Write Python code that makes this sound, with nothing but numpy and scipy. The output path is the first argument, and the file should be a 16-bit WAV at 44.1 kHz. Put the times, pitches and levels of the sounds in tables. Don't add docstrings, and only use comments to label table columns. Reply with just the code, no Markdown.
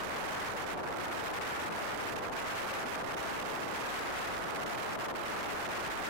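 import sys
import numpy as np
from scipy.fft import rfft, irfft, next_fast_len
from scipy.io import wavfile
from scipy.ndimage import uniform_filter1d, minimum_filter1d, map_coordinates

SR = 44100
rng = np.random.default_rng(int(sys.argv[2]) if len(sys.argv) > 2 else 0)


def store_pcm(level_fs):
    pcm = np.round(np.clip(level_fs, -1, 1) * 32767).astype(np.int16)
    wavfile.write(sys.argv[1], SR, np.atleast_2d(pcm).T)


N = 268745
EDDY_HZ = 1500


def wind(speed_oct, level_db, hiss_db, push_db_per_oct, shear_db_per_oct=14):
    pressure = eddies(speed_oct) + amp(hiss_db + shear_db_per_oct * speed_oct) * hiss()
    return amp(level_db + push_db_per_oct * speed_oct) * pressure


# frequency in Hz, relative density in dB.
EDDY_SPECTRUM = [(25, 1.5), (140, -5), (400, -2), (800, 0.5), (1150, 0), (1500, -3), (2200, -10),
                 (3200, -20.5), (6000, -31), (12000, -84)]

def eddies(speed_oct):
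    pattern = noise(EDDY_SPECTRUM, size=2 * N)
    travel_samples = np.cumsum(2 ** speed_oct)
    return map_coordinates(pattern, [travel_samples], order=3, mode="wrap")


# frequency in Hz, relative density in dB.
HISS_SPECTRUM = [(500, -12), (1500, 2), (2800, 0), (4500, -4), (7000, -7), (11000, -11.5), (16000, -16)]

def hiss(spit_db=1.0):
    return unit(noise(HISS_SPECTRUM, size=N) * amp(spit_db * wobble(rate_hz=1200)))


def left_flow():
    stream_oct = gusts(mean_hz=1419.7, sway=1.25)
    stall_oct = stalls(stream_oct, side=0, length_s=.026, depth_oct=.55, count=28)
    return flow(stream_oct, stall_oct, jets(count=185), churn_oct=.27, free_hz=2253.6, stall_hz=760.2)


def right_flow():
    stream_oct = gusts(mean_hz=1774.8, sway=.28)
    stall_oct = stalls(stream_oct, side=1, length_s=.015, depth_oct=.38, count=12)
    return flow(stream_oct, stall_oct, jets(count=40), churn_oct=.17, free_hz=2197.7, stall_hz=701.6)


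def flow(stream_oct, stall_oct, jet_pull, churn_oct, free_hz, stall_hz, flutter_oct=.16, knee_oct=.1):
    whirls_oct = churn_oct * np.tanh(2 * wobble(rate_hz=95)) + flutter_oct * wobble(rate_hz=330)
    speed_oct = stream_oct - stall_oct + whirls_oct * np.exp(-.8 * stall_oct)
    slowest_oct, fastest_oct = np.log2(np.array([stall_hz, free_hz]) / EDDY_HZ)
    speed_oct += jet_pull * (fastest_oct - speed_oct)
    speed_oct = slowest_oct + knee_oct * np.logaddexp(0, (speed_oct - slowest_oct) / knee_oct)
    return fastest_oct - knee_oct * np.logaddexp(0, (fastest_oct - speed_oct) / knee_oct)


# time in seconds, eddy roll-off in Hz before centring and scaling.
GUST_CONTOUR = [(0.0, 1300.0), (0.45, 1460.0), (0.88, 1260.0), (1.02, 1280.0), (1.3, 1450.0), (1.92, 1459),
                (2.28, 1190.0), (2.53, 1640.0), (2.75, 1430.0), (3.07, 1350.0), (3.72, 1390.0),
                (3.97, 1609), (4.25, 1491), (4.5, 1250.0), (4.72, 1441), (5.17, 1200.0), (5.42, 1490.0),
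                (6.09, 1409)]

def gusts(mean_hz, sway):
    times_s, rolloff_hz = np.transpose(GUST_CONTOUR)
    gust_oct = np.log2(np.interp(np.arange(N) / SR, times_s, rolloff_hz))
    return np.log2(mean_hz / EDDY_HZ) + sway * (gust_oct - gust_oct.mean())


# centre in seconds, length in seconds, left and right depth in octaves.
MAIN_STALLS = [(0.063, .03, 0.71, 0.09), (0.548, .03, 0.54, 0.44), (0.653, .016, .3, .42),
               (0.760, 0.027, 0.49, 0.71), (0.822, .022, 0.57, .4), (0.870, .17, .18, .4),
               (1.090, 0.061, .1, 0.4), (1.326, .016, 0.0077, 0.61), (1.399, 0.018, 0.39, 0.87),
               (1.706, .023, 0.31, 0.91), (1.975, .026, 0.83, 0), (2.149, .015, 0, 0.51),
               (2.207, .02, 0.47, 0.78), (2.307, 0.031, 0.007, .95), (3.034, .018, 0.57, 0.63),
               (3.065, .045, .6, .1), (3.158, .02, 0.44, .73), (4.650, .02, 0.59, 0.68),
               (4.765, .018, 0.44, .42), (4.975, .026, 0.31, 1.03), (5.075, .019, .3, 0.81),
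               (5.134, 0.031, 0.56, 1.043), (5.680, .018, .1, 0.52)]

def stalls(stream_oct, side, length_s, depth_oct, count, slack_bias_per_oct=4.0):
    main_oct = bumps(np.array(MAIN_STALLS)[:, [0, 1, 2 + side]])
    chance = np.exp(-slack_bias_per_oct * stream_oct)
    return np.maximum(main_oct, bursts(chance, length_s, depth_oct, count))


def jets(count):
    return np.clip(bursts(np.ones(N), length_s=.003, height=.47, count=count), 0, 1)


def bursts(chance, length_s, height, count):
    when, long, strong = rng.random((count, 3)).T
    centres_s = np.interp(when, np.cumsum(chance) / np.sum(chance), np.arange(N) / SR)
    return bumps(zip(centres_s, length_s * (.5 + long), height * (.5 + strong)))


def bumps(rows):
    t, total = np.arange(N) / SR, np.zeros(N)
    for centre_s, length_s, height in rows:
        near = slice(*np.searchsorted(t, [centre_s - length_s, centre_s + length_s]))
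        total[near] += height * .5 ** ((2 * (t[near] - centre_s) / length_s) ** 6)
    return total


def wobble(rate_hz):
    knots = rng.standard_normal(N // 16)
    return unit(map_coordinates(knots, [np.arange(N) * rate_hz / SR], mode="wrap"))


def noise(spectrum, size):
    points_hz, db = np.transpose(spectrum)
    colour = lambda hz: amp(np.interp(np.log(hz + 1), np.log(points_hz), db))
    return unit(filtered(rng.standard_normal(size), colour))


def filtered(x, response):
    length = x.shape[-1]
    padded = next_fast_len(length + 8192)
    hz = np.fft.rfftfreq(padded, 1 / SR)
    return irfft(rfft(x, padded) * response(hz), padded)[..., :length]


def amp(db):
    return 10 ** (np.asarray(db) / 20)


def unit(x):
    return x / np.sqrt(np.mean(x ** 2) + 1e-20)


def scene():
    return np.array([wind(left_flow(), level_db=-33.5, hiss_db=-16.5, push_db_per_oct=5.0),
                     wind(right_flow(), level_db=-31.0, hiss_db=-15.5, push_db_per_oct=8.0)])


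def limiter(x, ceiling_db, hold_s):
    window = max(3, int(hold_s * SR))
    needed_gain = np.minimum(1, amp(ceiling_db) / (np.abs(x) + 1e-9))
    held_gain = minimum_filter1d(needed_gain, window, axis=-1)
    return x * uniform_filter1d(held_gain, window, axis=-1)


# frequency in Hz, left gain in dB, right gain in dB.
MIC_RESPONSE = [(100, -1, -2.5), (307, 0.97, -1), (1170, -1.5, -1), (5000, 0, 0.08), (15000, -0.5, 1)]

def record(dry, low_cut_hz=90, top_hz=15830):
    limited = limiter(dry, ceiling_db=-29.0, hold_s=0.00075)
    points_hz, *sides_db = np.transpose(MIC_RESPONSE)
    colour = lambda hz: amp([np.interp(np.log(hz + 1), np.log(points_hz), db) for db in sides_db])
    low_cut = lambda hz: 1j * hz / (1j * hz + low_cut_hz)
    return filtered(limited, lambda hz: colour(hz) * low_cut(hz) * (hz < top_hz))


dry = scene()
out = record(dry)
store_pcm(out)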